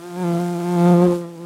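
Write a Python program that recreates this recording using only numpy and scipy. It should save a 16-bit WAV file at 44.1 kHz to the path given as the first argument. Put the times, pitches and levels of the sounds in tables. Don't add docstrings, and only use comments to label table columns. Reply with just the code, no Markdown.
import sys
import numpy as np
from scipy import signal
from scipy.fft import rfft, irfft
from scipy.io import wavfile
from scipy.ndimage import uniform_filter1d

SR = 44100
rng = np.random.default_rng(int(sys.argv[2]) if len(sys.argv) > 2 else 0)


def to_wav(sig):
    pcm = np.clip(np.atleast_2d(sig), -1, 1) * 32767
    pcm = np.round(pcm).astype(np.int16)
    wavfile.write(sys.argv[1], SR, pcm.T)


N = 63945

# (s, Hz)
WINGBEAT = [(0.025, 170.4), (0.063, 177.5), (0.157, 173.9), (0.175, 182.2), (0.219, 182.2), (0.253, 172.6),
            (0.373, 170.3), (0.413, 176.5), (0.533, 174.6), (0.567, 170), (0.599, 176.1), (0.629, 170.4),
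            (0.653, 176.1), (0.743, 176.8), (0.777, 172.8), (0.925, 176.9), (0.945, 171.6), (1.061, 179.7),
            (1.077, 175.1), (1.231, 172.5), (1.255, 166.8), (1.285, 172.5), (1.359, 168), (1.383, 161.3),
            (1.399, 170.6), (1.42, 172.5)]
# (s, dB)
HUM = [(0.015, -45.5), (0.057, -45.5), (0.223, -23), (0.313, -20.5), (0.625, -27), (0.857, -13.5), (0.935, -12),
       (0.979, -15.5), (1.049, -14.5), (1.191, -31.5), (1.211, -30.5), (1.341, -41), (1.43, -35.5)]
# (s, dB)
OCTAVE = [(0.0, -41.5), (0.058, -34), (0.134, -35), (0.258, -25), (0.314, -24), (0.48, -28), (0.628, -27),
          (0.88, -19), (0.954, -19.5), (1.07, -15.5), (1.15, -22.5), (1.21, -31.5), (1.298, -38.5), (1.37, -40), (1.43, -35.5)]
# (s, dB)
TWELFTH = [(0.0, -79), (0.038, -46.5), (0.102, -60), (0.174, -39.5), (0.282, -33.5), (0.434, -37.5), (0.47, -45),
           (0.584, -39.5), (0.672, -43), (0.86, -25.5), (1.05, -21), (1.078, -26.5), (1.13, -22), (1.15, -30),
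           (1.326, -45.5), (1.43, -42.5)]
# (s, dB)
BUZZ = [(0.0, -52), (0.054, -49.5), (0.158, -48.5), (0.262, -40.5), (0.54, -47), (0.776, -40), (0.792, -37), (0.844, -38.5),
        (0.852, -34.5), (0.974, -37.5), (1.014, -35), (1.134, -42), (1.21, -53.5), (1.226, -46), (1.33, -61), (1.43, -52.5)]
# (s, dB)
RASP = [(0.0, -50), (0.158, -47.5), (0.206, -44.5), (0.488, -43), (0.504, -45), (0.912, -41.5), (0.97, -44.5), (1.038, -43.5),
        (1.078, -46), (1.158, -43), (1.262, -58), (1.43, -55.5)]
# (order setting the phase lag, dB seen head-on, dB
HARMONICS = [(1, 18.5, 0), (1.98, 20.5, 0), (2.9, 10, 0), (4.2, -7.5, 0), (5, -16.5, 0), (6.15, -24, 7), (6.95, -25.5, 7.5), (7.95, -16, -15), (8.8, -27.5, -4.5), (9.75, -33.5, -1.5), (10.8, -40, 7.5), (12.07, -26, -15.5), (14.04, -32, -7), (13.9, -32, -10.5), (14.83, -37.5, 0), (16.26, -39, -3), (16.6, -42, -10), (17.84, -31.5, -9), (18.5, -35.5, -9), (19.7, -34, -3.5), (20.7, -39.5, -6), (22.25, -37.5, -5), (23.7, -46.5, 7), (24.96, -39.5, -0.5), (25.1, -36.5, -10.5)]
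BUZZ_DB, RASP_DB = 3.1, -0.5
JITTER_HZ, JITTER_PER_S = 0.86, 64
TURN_DB, TURNS_PER_S = 1.86, 4.2
# (Hz, dB per Hz)
RASP_COLOUR = [(300, -14), (1500, 4), (2500, 0), (3600, 1.5), (5000, 1), (7000, 1), (9500, 0.5), (12500, -5), (16000, -10)]
STROKE_SWING_DB, STRONG_STROKE_DB, STROKE_LAG_RAD = 3.5, 2, 0.65
# (Hz, dB per Hz)
EDDY_COLOUR = [(40, -36), (90, -26), (150, 4.5), (220, -0.5), (400, -4), (800, -7), (1300, -10), (1900, -25.5), (2700, -24), (3700, -24.5), (5200, -32), (9000, -47)]
EDDY_DB, EDDY_GROWTH = -31.5, 1.23
# (s, length s, dB)
PUFFS = [(0.173, 0.0076, -49), (0.935, 0.03, -72), (1.085, 0.016, -36), (1.138, 0.013, -43)]
# (Hz, dB per Hz)
PUFF_COLOUR = [(20, -22), (40, -26), (65, 11), (120, -9), (300, 2), (900, -20), (3000, -46)]
# (Hz, dB per Hz)
AIR_COLOUR = [(20, -28), (70, 1), (250, 11), (700, 8), (1500, 1.5), (3000, -2.5), (9000, -8.5), (16000, -19)]
AIR_DB = -51
CUTOFF_HZ = 15900
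# (harmonic, dB per Hz above the mean rate)
EFFORT = [(7, -0.04), (8, -0.5), (9, 1.37), (12, -0.13), (13, 1)]
RASP_FLICKER_DB, FLICKER_PER_S = 1.1, 290
# (s, length s, dB more eddies)
FLUTTERS = [(0.26, 0.0041, 2), (0.377, 0.042, 7), (0.601, 0.012, 5), (1.117, 0.011, 6.5)]
# (s, share 0-1)
TURNED_AWAY = [(0, 0.45), (0.18, 0.3), (0.3, 0.3), (0.5, 0.0), (0.72, 0.3), (0.88, 0.51), (1.05, 0.83), (1.43, 0.86)]
PULSE_SPREAD_RAD = 0.0406
GRAIN_DB, GRAINS_PER_S = -0.5, 2200
# (s, dB)
FOURTH = [(0.0, -49), (0.358, -29.5), (0.52, -35.5), (0.728, -34), (0.804, -27.5), (0.944, -24.5), (0.978, -34.5),
          (1.042, -26), (1.094, -59), (1.122, -48), (1.198, -59), (1.25, -44.5), (1.322, -61), (1.43, -57)]
# (s, dB)
FIFTH = [(0.0, -68), (0.038, -47), (0.11, -50), (0.222, -33), (0.382, -44.5), (0.41, -39.5), (0.636, -41), (0.676, -34.5),
         (0.9, -27.5), (0.974, -34.5), (1.03, -29.5), (1.082, -59), (1.13, -34), (1.154, -46), (1.33, -54.5), (1.43, -52)]
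LOW_CUT_HZ = 40


def from_db(db):
    return 10 ** (np.asarray(db) / 20)


def rms_one(x):
    return x / np.sqrt(np.mean(x ** 2) + 1e-20)


def in_time(rows):
    s, values = np.transpose(rows)
    return uniform_filter1d(np.interp(np.arange(N) / SR, s, values), size=400, mode="nearest")


def drift(rate):
    r = np.exp(-80 * np.pi * rate / SR)
    slow = signal.lfilter([1], [1, -2 * r, r * r], rng.standard_normal(N // 40 + 2002))[2000:]
    return np.interp(np.arange(N) / 40, np.arange(len(slow)), rms_one(slow))


def noise(colour):
    hz, db = np.transpose(colour)
    bins = np.maximum(np.fft.rfftfreq(N, 1 / SR), 1)
    return rms_one(irfft(rfft(rng.standard_normal(N)) * from_db(np.interp(np.log(bins), np.log(hz), db)), N))


def pulse_phases(gains):
    cepstrum = irfft(np.log(np.r_[gains[1], gains]))
    cepstrum[len(gains):] = 0
    return 2 * rfft(cepstrum).imag[1:]


def wing_tone(beat):
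    orders, front_db, behind_db = np.transpose(HARMONICS)
    phases, out = pulse_phases(from_db(front_db)) - PULSE_SPREAD_RAD * (orders - 1) ** 2, 0
    effort, away = in_time(WINGBEAT) - in_time(WINGBEAT).mean(), np.clip(in_time(TURNED_AWAY), 0, 1)
    nasal = {round(order): slope for order, slope in EFFORT}
    gains = np.array([from_db(front_db[k] + away * behind_db[k] + nasal.get(k + 1, 0) * effort + TURN_DB * drift(TURNS_PER_S))
                      for k in range(len(orders))])
    levels = [in_time(HUM), in_time(OCTAVE), in_time(TWELFTH), in_time(FOURTH), in_time(FIFTH), in_time(BUZZ) + BUZZ_DB]
    groups = np.split(np.arange(len(orders)), [1, 2, 3, 4, 5])
    for group, level_db in zip(groups, levels):
        waves = gains[group] * np.cos((group[:, None] + 1) * beat + phases[group, None])
        out = out + from_db(level_db) * waves.sum(axis=0) / np.sqrt((gains[group] ** 2).sum(axis=0) / 2)
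    return out


def wing_air(beat):
    stroke = beat - STROKE_LAG_RAD
    gate = rms_one(from_db(STROKE_SWING_DB * np.cos(2 * stroke) + STRONG_STROKE_DB * np.cos(stroke)))
    nearness_db = in_time(OCTAVE) - in_time(OCTAVE).max()
    flutter_db = sum(db * swell(s, length) for s, length, db in FLUTTERS)
    grain = rms_one(from_db(RASP_FLICKER_DB * drift(FLICKER_PER_S) + GRAIN_DB * drift(GRAINS_PER_S)))
    rasp = from_db(in_time(RASP) + RASP_DB) * grain * noise(RASP_COLOUR)
    eddies = from_db(EDDY_DB + EDDY_GROWTH * nearness_db + flutter_db) * noise(EDDY_COLOUR)
    return gate * (rasp + eddies)


def wake():
    return noise(PUFF_COLOUR) * sum(from_db(db) * swell(s, length) for s, length, db in PUFFS)


def swell(s, length):
    return np.exp(-.5 * ((np.arange(N) / SR - s) / length) ** 2)


def scene():
    beat = 2 * np.pi * np.cumsum(in_time(WINGBEAT) + JITTER_HZ * drift(JITTER_PER_S)) / SR
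    return (wing_tone(beat) + wing_air(beat) + wake() + from_db(AIR_DB) * noise(AIR_COLOUR))[None]


def record(dry):
    thinned = signal.sosfiltfilt(signal.butter(2, LOW_CUT_HZ, "high", fs=SR, output="sos"), dry, padtype="even", padlen=2000)
    return signal.sosfiltfilt(signal.ellip(10, .05, 70, CUTOFF_HZ, fs=SR, output="sos"), thinned)


dry = scene()
out = record(dry)
to_wav(out)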